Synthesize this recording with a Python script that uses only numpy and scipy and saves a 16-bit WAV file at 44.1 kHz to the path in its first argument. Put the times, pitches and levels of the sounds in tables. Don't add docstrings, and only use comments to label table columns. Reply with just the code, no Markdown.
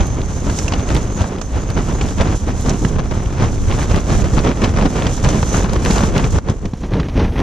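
import sys
import numpy as np
from scipy import signal
from scipy.fft import rfft, irfft, next_fast_len
from scipy.io import wavfile
from scipy.ndimage import uniform_filter1d, minimum_filter1d, map_coordinates

SR = 44100
rng = np.random.default_rng(int(sys.argv[2]) if len(sys.argv) > 2 else 0)


def persist_wave(psi):
    counts = np.round(np.clip(psi, -1, 1) * 32767).astype(np.int16)
    wavfile.write(sys.argv[1], SR, np.atleast_2d(counts).T)


N = 327222
TIME_S = np.arange(N) / SR
SIDES = np.array([[.5], [-.5]])
TOP_HZ = 14200

# time in seconds, flysheet flutter in dB, buffet in dB.
WIND = [(0.0, -33, -21), (0.33, -32.5, -20), (0.9, -32, -25), (1.13, -34.5, -20), (1.28, -32.5, -29.5),
        (1.47, -38.5, -23.5), (1.6, -33.5, -21), (2.05, -30.5, -22), (2.14, -34.5, -23.5),
        (2.42, -35.5, -19), (3.05, -33, -22), (3.64, -34.5, -20), (4.04, -35, -20.5), (4.3, -32, -21),
        (4.7, -32.5, -20.5), (5.8, -31, -18.5), (6.38, -33, -19.5), (6.41, -41, -22.5), (6.72, -41.5, -27),
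        (7.07, -37.5, -21), (7.42, -33, -16.5)]
# start in seconds, level in dB.
FLAPS = [(0.467, -21), (.497, -20), (1.241, -20), (1.787, -22), (1.948, -25), (2.207, -25), (2.659, -19),
         (2.684, -17), (2.931, -34), (2.991, -17), (3.11, -19), (3.426, -22), (3.704, -22), (4.099, -15.5),
         (4.24, -20), (4.374, -22), (4.39, -24), (4.57, -24), (4.619, -20), (4.639, -15.5), (4.762, -21.5),
         (4.811, -21), (4.823, -17), (4.856, -15.5), (5.019, -21), (5.176, -24), (5.239, -17.5),
         (5.25, -17), (5.428, -14), (5.647, -21), (5.692, -20), (5.757, -17), (5.866, -18), (5.901, -15),
         (6.004, -16), (6.035, -14), (6.195, -18), (6.326, -29), (6.383, -15.5), (6.485, -18.5),
         (6.834, -24.5), (6.941, -20.5), (7.195, -16.5), (7.212, -22)]
# start in seconds, level in dB, thump over level in dB, ring in Hz,
# ring over crack in dB, sizzle over crack in dB, left over right in dB.
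SNAPS = [(0.5871, -21, -5, 6100, 8, 8.5, -7), (0.68, -21.5, -5, 2510, 11.5, 6.5, -7),
         (0.721, -10, 5, 1160, -2, -22, 3), (0.736, -9, -21, 2960, -4.5, -21, -1),
         (1.4134, -18.5, 4.5, 1000, 1.5, -0.5, -7), (2.011, -12, -10, 2640, -4, -9, 0),
         (2.085, -18.5, -6, 3480, -6, -16, -3), (2.213, -14.5, -3, 2300, -12, -5, -3),
         (2.693, -21, -4, 6530, 4, 9, -1), (2.702, -24, 5, 5750, 6, -2, -3),
         (2.848, -19, 12, 1626, 4.5, -10, -13.5), (4.644, -9, 2, 3050, -3, -8, 2),
         (5.067, -11, -6, 2930, -5, -6, 0), (5.288, -18.5, 3, 5930, 5, 5.5, 0),
         (5.303, -23, 0, 6060, 2, 6, 0), (6.241, -13, 0, 2450, -3, -14, 3),
         (6.497, -20, 11, 1330, 0, 0.5, 2), (6.654, -17, 5, 676, -10, -10, 1),
         (6.735, -23, 16.5, 1140, -1, -17, -1), (6.998, -14, 7, 1175, 0, -28, -9),
         (7.085, -20.5, 8.5, 706, 1, -10, -4), (7.321, -23, 4, 830, -2, -24, 0),
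         (7.357, -21, 6, 870, 5, -25, 2)]
# frequency in Hz, relative density in dB.
NYLON = [(180, -30.5), (330, -2.5), (480, 1.5), (700, 1.5), (1100, -2), (1900, -10.5), (3000, -16),
         (4500, -23.5), (6300, -20), (7600, -40), (8400, -32), (10000, -42), (12500, -53), (14500, -55)]


def amp(db):
    return 10 ** (np.asarray(db) / 20)


def unit(x):
    return x / np.sqrt(np.mean(x ** 2) + 1e-20)


def along(points, hz):
    f, v = np.transpose(points)
    return np.interp(np.log(hz + 1), np.log(f + 1), v)


def curves(rows):
    s, *cols = np.transpose(rows)
    return [np.interp(TIME_S, s, c) for c in cols]


def wobble(rate):
    knots = rng.standard_normal(int(N * rate / SR) + 4)
    return map_coordinates(knots, [np.arange(N) * rate / SR])


def filtered(x, response):
    m = next_fast_len(N + SR // 2)
    return irfft(rfft(x, m) * response(np.fft.rfftfreq(m, 1 / SR)), m)[..., :N]


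def causal(spectrum, hz):
    gain = unit(amp(along(spectrum, hz)))
    cepstrum = irfft(np.log(gain + 1e-6))
    half = len(cepstrum) // 2
    cepstrum[1:half] *= 2
    cepstrum[half + 1:] = 0
    return np.exp(rfft(cepstrum))


def ports(pair, spectrum):
    # frequency in Hz, likeness of the ports (clipped to -1..1).
    alike = [(25, 1.5), (70, 0.7), (150, 2), (400, 1), (700, 1), (1100, 0.63), (2000, 0.42), (3500, 1.1),
             (5000, 0.56), (7000, -0.2), (10000, 0)]
    # frequency in Hz, phase lead of left over right in radians.
    lead_rad = [(60, -0.14), (200, 0.19), (450, -0.029), (700, -1.06), (950, -1.07), (1500, -0.39),
                (3000, 0.72), (5000, 0.41), (7000, -0.83), (10000, 0.95)]
    # frequency in Hz, left over right in dB.
    tilt_db = [(50, -1), (200, -2), (500, -4), (750, -3), (1000, 2), (1500, 3.5), (2100, 0.5), (3500, 0),
               (4800, -1), (5900, -7), (7200, -.5), (12000, -1)]

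    def blend(hz):
        turn = np.arccos(np.clip(along(alike, hz), -1, 1)) / 2
        return causal(spectrum, hz) * [np.cos(turn), np.sin(turn)]

    def offset(hz):
        return amp(SIDES * along(tilt_db, hz)) * np.exp(1j * SIDES * along(lead_rad, hz))

    mid, side = filtered(pair, blend)
    return filtered(np.array([mid + side, mid - side]), offset)


def steadied(x, span):
    size = max(int(span * SR), 8)
    power = uniform_filter1d(uniform_filter1d(np.mean(x ** 2, axis=0), size), size)
    return x / np.sqrt(np.abs(power) + 1e-12)


def impacts(rate, spread_db):
    return (rng.random(N) < rate / SR) * amp(spread_db * np.clip(rng.standard_normal(N), -2, 2))


def dying(x, life):
    return signal.lfilter([1], [1, -np.exp(-1 / (life * SR))], x)


def crinkle(rate, spread_db, smooth):
    return unit(rng.standard_normal((2, N)) * (unit(impacts(rate, spread_db)) + smooth))


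def burst_shape(t, attack_s, decay_s):
    return (1 - np.exp(-t / attack_s)) * np.exp(-t / decay_s)


def add(track, s, sound):
    start = round(s * SR)
    sound = sound[..., max(-start, 0):]
    part = track[..., max(start, 0):][..., :sound.shape[-1]]
    part += sound[..., :part.shape[-1]]


def push(t, hz, cycles):
    swing = t * np.sin(2 * np.pi * hz * t) * np.exp(-t * hz / cycles)
    return unit(np.gradient(swing)) * np.sqrt(cycles / (hz * t[-1]) / 2)


def narrow(hz, width_hz):
    white = rng.standard_normal((2, len(hz))) + 1j * rng.standard_normal((2, len(hz)))
    drift = signal.sosfilt(signal.butter(2, width_hz / 2, fs=SR, output="sos"), white)
    return unit(np.real(drift * np.exp(2j * np.pi * np.cumsum(hz) / SR)))


def storm():
    # start in seconds, hold in seconds, flysheet in dB, wall in dB,
    # buffet in dB.
    volleys = [(0, 0.005, -22, -25, -8), (0.462, 0.042, -29.5, -19.5, -21), (0.666, 0.008, -32, -34, -24),
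               (0.733, 0.068, -29, -23.5, -22), (0.888, 0.032, -25, -22, -15),
               (0.949, 0.021, -25, -18, -13.5), (1.026, 0.02, -32, -24, -19),
               (1.209, 0.019, -24.5, -25, -16), (1.545, 0.028, -27.5, -28, -15),
               (1.701, 0.0059, -29, -38, -26), (1.775, 0.024, -26.5, -18, -15.5),
               (1.9, 0.17, -34, -29.5, -23), (2.193, 0.026, -22.5, -16, -14.5),
               (2.26, 0.081, -26.5, -20, -22), (2.486, 0.022, -27.5, -21, -30),
               (2.651, 0.096, -28.5, -19, -18.5), (2.822, 0.031, -34.5, -16, -17),
               (2.914, 0.087, -37.5, -20, -20), (3.102, 0.1, -31.5, -25.5, -23),
               (3.405, 0.045, -24, -21, -16), (3.478, 0.061, -33.5, -22.5, -22),
               (3.688, 0.062, -25.5, -24, -19), (3.793, 0.041, -26, -22, -20.0),
               (3.905, 0.078, -25, -21.5, -14), (4.094, 0.064, -23.5, -19, -19),
               (4.188, 0.074, -28, -21.5, -19.5), (4.343, 0.056, -26, -18.5, -15.5),
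               (4.448, 0.064, -21.5, -16.5, -22), (4.619, 0.038, -21.5, -16.5, -18),
               (4.762, 0.033, -26, -20, -16), (4.821, 0.038, -28, -17.5, -16),
               (4.962, 0.13, -24.5, -21.5, -24), (5.251, 0.054, -23, -18, -14.5),
               (5.33, 0.075, -28, -19, -29), (5.532, 0.1, -24.5, -21, -20), (5.729, 0.031, -25.5, -19, -16),
               (5.862, 0.02, -25, -20, -20), (5.91, 0.033, -24.5, -22, -20), (5.957, 0.045, -25, -24, -17),
               (6.037, 0.051, -30, -24, -24), (6.157, 0.044, -22.5, -17, -26),
               (6.226, 0.01, -26.5, -19, -26), (6.337, 0.036, -28, -17.5, -15.5),
               (6.472, 0.049, -31, -20.5, -27), (6.649, 0.0073, -47, -24, -18.5),
               (6.817, 0.019, -33, -24.5, -26), (6.926, 0.089, -31, -21, -19),
               (7.171, 0.075, -25, -17, -14), (7.383, 0.056, -26.5, -24, -30)]
    attack_s, release_s = 0.018, 0.022
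    wall_over_flutter_db = 7.5
    flutter_db, buffet_db = curves(WIND)
    power = amp([flutter_db, flutter_db + wall_over_flutter_db, buffet_db]) ** 2
    for s, hold, *levels_db in volleys:
        near = slice(*np.searchsorted(TIME_S, [s - .5, s + hold + .5]))
        rise = (TIME_S[near] - s) / attack_s
        fall = (s + hold - TIME_S[near]) / release_s
        shape = np.exp(np.minimum(0, np.minimum(rise, fall)))
        power[:, near] += np.outer(amp(levels_db), shape) ** 2
    return 10 * np.log10(power)


def slack():
    depth_db, lead_s, half_length_s = 2, 0.01, 0.0065
    t = np.arange(-SR // 25, SR // 25) / SR
    ease = np.zeros(N)
    for s, *_ in FLAPS + SNAPS:
        add(ease, s - lead_s + t[0], np.exp(-(t / half_length_s) ** 2))
    return depth_db * np.minimum(ease, 1)


def air():
    # frequency in Hz, relative density in dB.
    air_spectrum = [(5000, -18), (8000, 1), (11000, -5), (14000, -11)]
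    end_db, rise_db_per_s = -49, 30
    before_end_s = TIME_S[::-1]
    return amp(end_db - rise_db_per_s * before_end_s) * ports(rng.standard_normal((2, N)), air_spectrum)


def whistle():
    # time in seconds, pitch in Hz, level in dB.
    draught = [(0, 6300, -36.5), (.15, 6370, -36.5), (.22, 6430, -44.5), (.38, 6220, -38), (.48, 6650, -54),
               (.64, 6770, -40), (.71, 6270, -42), (.8, 6330, -40), (.92, 6800, -41), (1.07, 6330, -46),
               (1.18, 6530, -35), (1.32, 6400, -63), (1.43, 6400, -39), (1.52, 6250, -50), (1.6, 6630, -46),
               (1.74, 6250, -38), (1.85, 6400, -56), (1.96, 6660, -39), (2.1, 6430, -49), (2.23, 6750, -43),
               (2.43, 6100, -48), (2.75, 6620, -42), (3.1, 6010, -49), (3.5, 6170, -46), (5.42, 6300, -56),
               (5.495, 6250, -28), (5.62, 6460, -38), (5.72, 6200, -62)]
    width_hz, waver_hz, flutter_db, right_over_left_db = 340, 80, 2.3, 6.6
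    pitch_hz, level_db = curves(draught)
    band = narrow(pitch_hz + waver_hz * wobble(rate=45), width_hz)
    return amp(level_db + flutter_db * wobble(rate=60) - 2.0 - right_over_left_db * SIDES) * band


def buffet(gust_db):
    # time of peak in seconds, level in dB.
    eddy_hits = [(0, -32), (2.07, -29), (2.99, -27), (3.661, -20), (4.19, -17), (4.78, -37), (5.78, -41),
                 (6.15, -30), (6.34, -24)]
    # frequency in Hz, relative density in dB.
    rumble_spectrum = [(10, -35), (22, 6), (35, 8.5), (50, 10.5), (66, 8.5), (100, 4.5), (140, -8),
                       (260, -50.5), (1500, -120)]
    eddy_half_length_s, small_eddies_over_buffet_db = 0.11, -12
    direct = amp(gust_db + small_eddies_over_buffet_db)
    for s, db in eddy_hits:
        direct = direct + amp(db - 1.0) / (1 + ((TIME_S - s) / eddy_half_length_s) ** 2) ** 2

    def low_band(hz):
        return hz / (hz + 15) / (1 + (hz / 60) ** 2.2) * (hz < 1000)

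    eddies = steadied(filtered(rng.standard_normal((2, N)), low_band), span=0.053)
    pumping = steadied(ports(rng.standard_normal((2, N)), rumble_spectrum), span=0.053)
    lumps_db = 0.69 * wobble(rate=21)
    return amp(gust_db + lumps_db - 0.5) * pumping + amp(1.5) * direct * eddies


def snow(volley_db):
    # time in seconds, hiss in dB.
    drift_rows = [(0, -39), (.42, -41.5), (.58, -32.5), (.75, -40), (1.0, -37.5), (1.4, -45), (1.95, -39),
                  (2.28, -39.5), (2.42, -42.5), (2.6, -41.5), (2.74, -38.5), (2.9, -41), (3.62, -41),
                  (3.82, -33.5), (4.04, -37.5), (4.17, -35), (4.35, -36), (4.55, -42), (4.72, -42.5),
                  (4.98, -36.5), (5.2, -35.5), (5.42, -36.5), (5.55, -31), (5.635, -31), (5.67, -42),
                  (5.82, -37.5), (5.9, -32), (6.06, -32), (6.12, -42), (6.38, -38.5), (6.41, -46),
                  (7.42, -49)]
    # frequency in Hz, relative density in dB.
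    snow_spectrum = [(1500, -37), (3200, -8.5), (4800, -9.5), (5700, -2.5), (6350, 1), (7000, 0),
                     (7700, -4.5), (8300, -12), (9800, -13.5), (11000, -22), (12700, -23), (14500, -68)]
    hiss_per_flog = 0.17
    drift_db, = curves(drift_rows)
    flurries = impacts(rate=200, spread_db=4)
    grains = crinkle(rate=6000, spread_db=3, smooth=.9)
    sheets = np.sqrt(unit(uniform_filter1d(dying(flurries, life=0.0066), size=330)) + 0.18)
    hiss_db = drift_db + hiss_per_flog * volley_db + 2.3 * wobble(rate=11)
    return amp(hiss_db + 0.27) * steadied(ports(sheets * grains, snow_spectrum), span=0.34)


def low_swells():
    # centre in seconds, level in dB, pitch in Hz.
    swell_rows = [(.111, -8.5, 88), (0.204, -7.5, 93), (.361, -11, 78), (0.466, -7, 80), (.475, -11, 230),
                  (.497, -14, 78), (0.651, -6.5, 83.5), (.728, -5.5, 88), (0.794, -6, 81.5),
                  (0.934, -9.5, 72), (0.965, -9, 102.8), (1.05, -7.5, 82), (1.159, -12.5, 200),
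                  (1.217, -3, 89), (1.564, -16, 73), (1.705, -9.5, 97), (1.789, -9, 93.2), (1.938, -9, 107),
                  (2.041, -8.5, 84), (2.205, -5.5, 95), (2.303, -8, 100), (2.348, -9, 94),
                  (2.571, -12, 80.6), (2.678, -6, 210), (2.685, -6, 93), (2.737, -7, 52.7),
                  (2.853, -5, 119), (2.963, -6, 77), (3.176, -14, 97), (3.268, -9, 71.4), (3.331, -9, 75),
                  (3.395, -9, 87.5), (3.518, -7.5, 74), (3.59, -11, 77), (3.682, -5, 76), (3.748, -6, 97),
                  (3.818, -12, 100), (3.925, -13, 75), (3.943, -6, 218), (3.971, -8, 83.5),
                  (4.125, -6.5, 135), (4.202, -15, 78), (4.335, -5.5, 97), (4.385, -11, 121),
                  (4.456, -6, 87), (4.497, -4, 180), (4.636, -5, 230), (4.704, -6, 91), (4.752, -4, 99),
                  (4.865, -11, 99), (5.068, -7, 116), (5.129, -8.5, 109), (5.243, -4, 95), (5.278, -2, 107),
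                  (5.434, -3.5, 104), (5.554, -10, 72), (5.589, -10, 94), (5.773, -5, 102),
                  (5.904, -2.5, 152), (6.01, -5.5, 73.6), (6.076, -6, 74), (6.173, -6, 94), (6.245, -6, 94),
                  (6.5, -2, 100), (6.942, -5, 131), (6.994, -6, 113), (7.159, -10, 107), (7.235, -7, 83.5)]
    rise_cycles, fall_cycles = 0.55, 0.61
    t = np.arange(-SR // 16, SR // 16) / SR
    out = np.zeros(N)
    for (s, db, hz), turn in zip(swell_rows, rng.random(len(swell_rows))):
        cycles = t * hz
        swing = np.exp(-(cycles / np.where(t < 0, rise_cycles, fall_cycles)) ** 2)
        add(out, s + t[0], amp(db - 1.9) * swing * np.sin(2 * np.pi * (cycles + turn)))
    return out


def ticks():
    # start in seconds, level in dB, centre in Hz.
    tick_rows = [(.069, -29, 6000), (.216, -25, 3000), (.795, -26, 2200), (.889, -24, 2300),
                 (.903, -16.5, 1900), (.948, -23, 5260), (.953, -18, 2200), (.965, -17.5, 2900),
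                 (.971, -28, 4500), (1.384, -28, 2400), (1.702, -24, 4200), (2.208, -16.5, 2200),
                 (2.610, -31, 6500), (2.849, -17, 1650), (3.259, -29, 2800), (3.713, -18, 1700),
                 (3.723, -19, 2000), (3.816, -21, 2000), (3.960, -19, 3800), (4.390, -20, 3010),
                 (4.639, -15.5, 2900), (4.811, -17, 1500), (4.823, -21, 2000), (4.859, -24, 3200),
                 (5.022, -17, 2400), (5.246, -15, 2500), (5.253, -18, 1800), (5.428, -22, 1600),
                 (5.643, -21, 2600), (5.733, -20, 3700), (5.763, -18, 1500), (5.849, -18, 4500),
                 (5.86, -14, 2400), (5.906, -19, 4300), (5.910, -15, 3000), (5.932, -28, 5500),
                 (5.960, -20, 3800), (5.981, -16, 3300), (6.036, -27, 2600), (6.164, -15, 1900),
                 (6.179, -13.5, 3300), (6.936, -19, 1600), (7.031, -24, 1500), (7.096, -29, 2500),
                 (7.362, -20, 1400)]
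    attack_s, decay_s = 0.0004, 0.0022
    spread = 1.6
    t = np.arange(SR // 40) / SR
    shape = burst_shape(t, attack_s, decay_s)
    out = np.zeros((2, N))
    for s, db, hz in tick_rows:
        edges_hz = np.clip([hz / spread, hz * spread], 100, TOP_HZ)
        shared, *own = rng.standard_normal((3, len(t)))
        bandpass = signal.butter(2, edges_hz, "bandpass", fs=SR, output="sos")
        band = signal.sosfilt(bandpass, shared + 0.42 * np.array(own))
        add(out, s, amp(db + 1.2) * steadied(band, span=0.0022) * shape)
    return out


def crackle(flog_db):
    # frequency in Hz, relative density in dB.
    crackle_spectrum = [(900, -24), (1800, 2.5), (3200, 0.5), (5000, -4.5), (7000, -6), (9000, -19),
                        (14500, -48)]
    level_db, at_flog_db, growth_db_per_db = -36.5, -23.5, 1.38
    clumps = np.sqrt(np.abs(dying(impacts(rate=330, spread_db=3) ** 2, life=.0012)))
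    grains = steadied(ports(clumps * rng.standard_normal((2, N)), crackle_spectrum), span=0.036)
    return amp(level_db + growth_db_per_db * (flog_db - at_flog_db)) * grains


def creases(flog_db):
    # frequency in Hz, relative density in dB.
    crease_spectrum = [(700, -33), (1500, 6), (2500, 6), (3600, -6), (5000, -8), (7500, -14), (10000, -38),
                       (14500, -50)]
    per_second = np.clip(60 * amp(flog_db + 24), 0, 120)
    pops = np.sqrt(np.abs(dying(impacts(per_second, spread_db=2) ** 2, life=.0016)))
    grains = ports(crinkle(rate=4400, spread_db=5, smooth=0.56), crease_spectrum)
    return amp(flog_db - 8.5) * pops * grains


def snaps():
    # frequency in Hz, relative density in dB.
    crack_spectrum = [(250, -23), (700, 13), (1500, -1.5), (3000, -0.5), (4500, -5), (7000, -10),
                      (12000, -54), (14500, -79)]
    # frequency in Hz, relative density in dB.
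    sizzle_spectrum = [(2000, 5), (4500, 0.5), (6200, 9), (8000, 2.5), (10000, -16), (12500, -26),
                       (14500, -24)]
    ring_wander_hz = 270
    ring_decay_s = 0.0089
    t = np.arange(SR // 12) / SR
    shape = burst_shape(t, attack_s=0.00084, decay_s=0.0056)
    crack, sizzle, body = np.zeros((3, 2, N))
    for s, db, thump_db, ring_hz, ring_db, sizzle_db, pan_db in SNAPS:
        burst = amp(db - 5.0 + pan_db * SIDES) * shape
        pitch_hz = ring_hz + ring_wander_hz * unit(dying(rng.standard_normal(len(t)), life=0.00075))
        ring = np.exp(-t / ring_decay_s) * np.sin(2 * np.pi * np.cumsum(pitch_hz) / SR)
        add(crack, s, burst)
        add(sizzle, s, burst * amp(sizzle_db))
        add(body, s, burst * amp(ring_db + 3.0) * ring)
        add(body, s, amp(db + thump_db) * push(t, hz=121, cycles=0.26))

    def tear(spectrum):
        return steadied(ports(crinkle(rate=3000, spread_db=3, smooth=0.96), spectrum), span=0.0043)

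    return crack * tear(crack_spectrum) + sizzle * tear(sizzle_spectrum) + body


def flaps():
    # frequency in Hz, relative density in dB.
    flap_spectrum = [(150, -22), (350, 4.5), (900, 5.5), (1500, -2.5), (2500, -13.5), (4000, -14),
                     (6300, -18), (8000, -36), (14500, -76)]
    t = np.arange(SR // 20) / SR
    shape = burst_shape(t, attack_s=0.0015, decay_s=0.0061)
    bursts = np.zeros(N)
    for s, db in FLAPS:
        add(bursts, s, amp(db + 3.5) * shape)
    grains = crinkle(rate=1800, spread_db=2.5, smooth=0.56)
    return bursts * steadied(ports(grains, flap_spectrum), span=0.0035)


def whips():
    # time in seconds, level in dB, thump over level in dB, left over right in dB.
    whip_rows = [(0.002, -12, 2.5, 2), (0.897, -18, -5, -4), (0.954, -9.5, -5, -6), (1.772, -14, -3, 1),
                 (2.201, -7.5, -7, 5), (2.988, -12, 3, 10), (3.423, -10, 2, 1), (3.942, -8.5, 1.5, 1),
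                 (4.373, -7, 6, 10), (4.468, -10.5, -5, 10), (4.622, -12, -3, 9), (4.773, -5.5, -5, 1),
                 (4.855, -13, 6.5, 11), (5.246, -11, 2, 12), (5.547, -10, -4, 15), (5.641, -9, 8, 7),
                 (5.852, -9, 1, 6), (5.905, -8.5, 5, 7), (5.978, -9, -6, 3), (6.034, -10.5, 10.5, 4.5),
                 (6.159, -5.5, -1, 3)]
    t = np.arange(SR // 5) / SR
    lead_s = .04
    rise = (t - lead_s - .003) / 0.0078
    fall = (lead_s + 0.0045 - t) / 0.016
    bloom = np.exp(np.minimum(rise, fall))
    swell, shove = np.zeros((2, N)), np.zeros(N)
    for (s, db, thump_db, pan_db), chance in zip(whip_rows, rng.standard_normal((len(whip_rows), 2))):
        add(swell, s - lead_s, amp(db - 12.0 + pan_db * SIDES) * bloom)
        panel = push(t, hz=170 * np.exp(0.14 * chance[1]), cycles=0.72)
        add(shove, s, amp(db + thump_db - 3.5) * np.sign(chance[0]) * panel)
    slaps = impacts(rate=190, spread_db=2.5)
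    rattle = unit(dying(slaps, life=.002)) + .3
    grains = crinkle(rate=2500, spread_db=5.0, smooth=0.65)
    return swell * steadied(ports(rattle * grains, NYLON), span=0.034) + shove


def flogging(wall_db, flog_db):
    # frequency in Hz, relative density in dB.
    wall_spectrum = [(50, -39.5), (90, -4), (125, -1), (200, -2), (290, -6.5), (420, -10.5), (650, -20.5),
                     (1500, -33.5), (8000, -120)]
    slaps = impacts(rate=260, spread_db=3)
    strokes = np.array([slaps * np.sign(rng.standard_normal(N)), slaps * rng.standard_normal(N)])
    drum_noise = unit(strokes) + .5 * rng.standard_normal((2, N))
    drum = steadied(ports(drum_noise, wall_spectrum), span=0.022)
    puffs = np.sqrt(unit(dying(slaps ** 2, life=0.018)) + 0.25)
    grain = crinkle(rate=3000, spread_db=3, smooth=.6)
    rustle = steadied(ports(unit(puffs * grain) + 0.24 * unit(strokes), NYLON), span=0.067)
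    return amp(wall_db + 0.82) * drum + amp(flog_db + 0.27) * rustle


def opened(x):
    # time in seconds, share open.
    door_open = [(3.0, 0), (4.5, 0.84)]
    # frequency in Hz, gain in dB.
    open_colour = [(100, 0), (160, 0), (235, 2), (330, 0.5), (460, 2.5), (650, 0), (1500, 0.5)]
    share, = curves(door_open)
    hollow = filtered(x, lambda hz: amp(along(open_colour, hz)))
    return x + np.clip(share, 0, 1) * (hollow - x)


def scene():
    flog_db, wall_db, gust_db = storm()
    flutter_db, _ = curves(WIND)
    ripple_db = 1.7 * wobble(rate=35) - slack()
    drumming = opened(flogging(wall_db + ripple_db, flog_db + ripple_db) + whips() + flaps())
    cloth = drumming + creases(flog_db) + crackle(flog_db + ripple_db) + ticks() + snaps()
    rumble = low_swells() + buffet(gust_db)
    return cloth + rumble + snow(flog_db - flutter_db) + whistle() + air()


def narrowed(x):
    # frequency in Hz, gain in dB.
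    dull_colour = [(150, 0), (290, 0.5), (500, 0), (900, 0), (1350, -2.5), (1900, 1), (3000, 0.5),
                   (6000, -2.5), (7500, -8), (11000, -1.5)]
    from_s, db_per_s = 6.6, 59
    width = amp(-db_per_s * np.maximum(TIME_S - from_s, 0))
    dull = filtered(x.mean(axis=0), lambda hz: amp(along(dull_colour, hz)))
    return width * x + (1 - width) * dull


def dipped(x):
    dip_s, depth_db, recovery_db_per_s = 6.39, 9.5, 104
    since_s = TIME_S - dip_s
    down_db = (since_s > 0) * np.maximum(depth_db - recovery_db_per_s * since_s, 0)
    return x * amp(-uniform_filter1d(down_db, size=130))


def record(dry):
    ceiling, recovery_db_per_s = .98, 110
    sound = dipped(narrowed(dry))
    over_db = 20 * np.log10(np.maximum(np.abs(sound).max(axis=0) / ceiling, 1))
    ramp_db = recovery_db_per_s * TIME_S
    duck_db = np.maximum.accumulate(over_db + ramp_db) - ramp_db
    held_gain = minimum_filter1d(amp(-duck_db), size=81)
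    gain = uniform_filter1d(uniform_filter1d(held_gain, size=41), size=41)
    return filtered(sound * gain, lambda hz: hz < TOP_HZ)


dry = scene()
out = record(dry)
persist_wave(out)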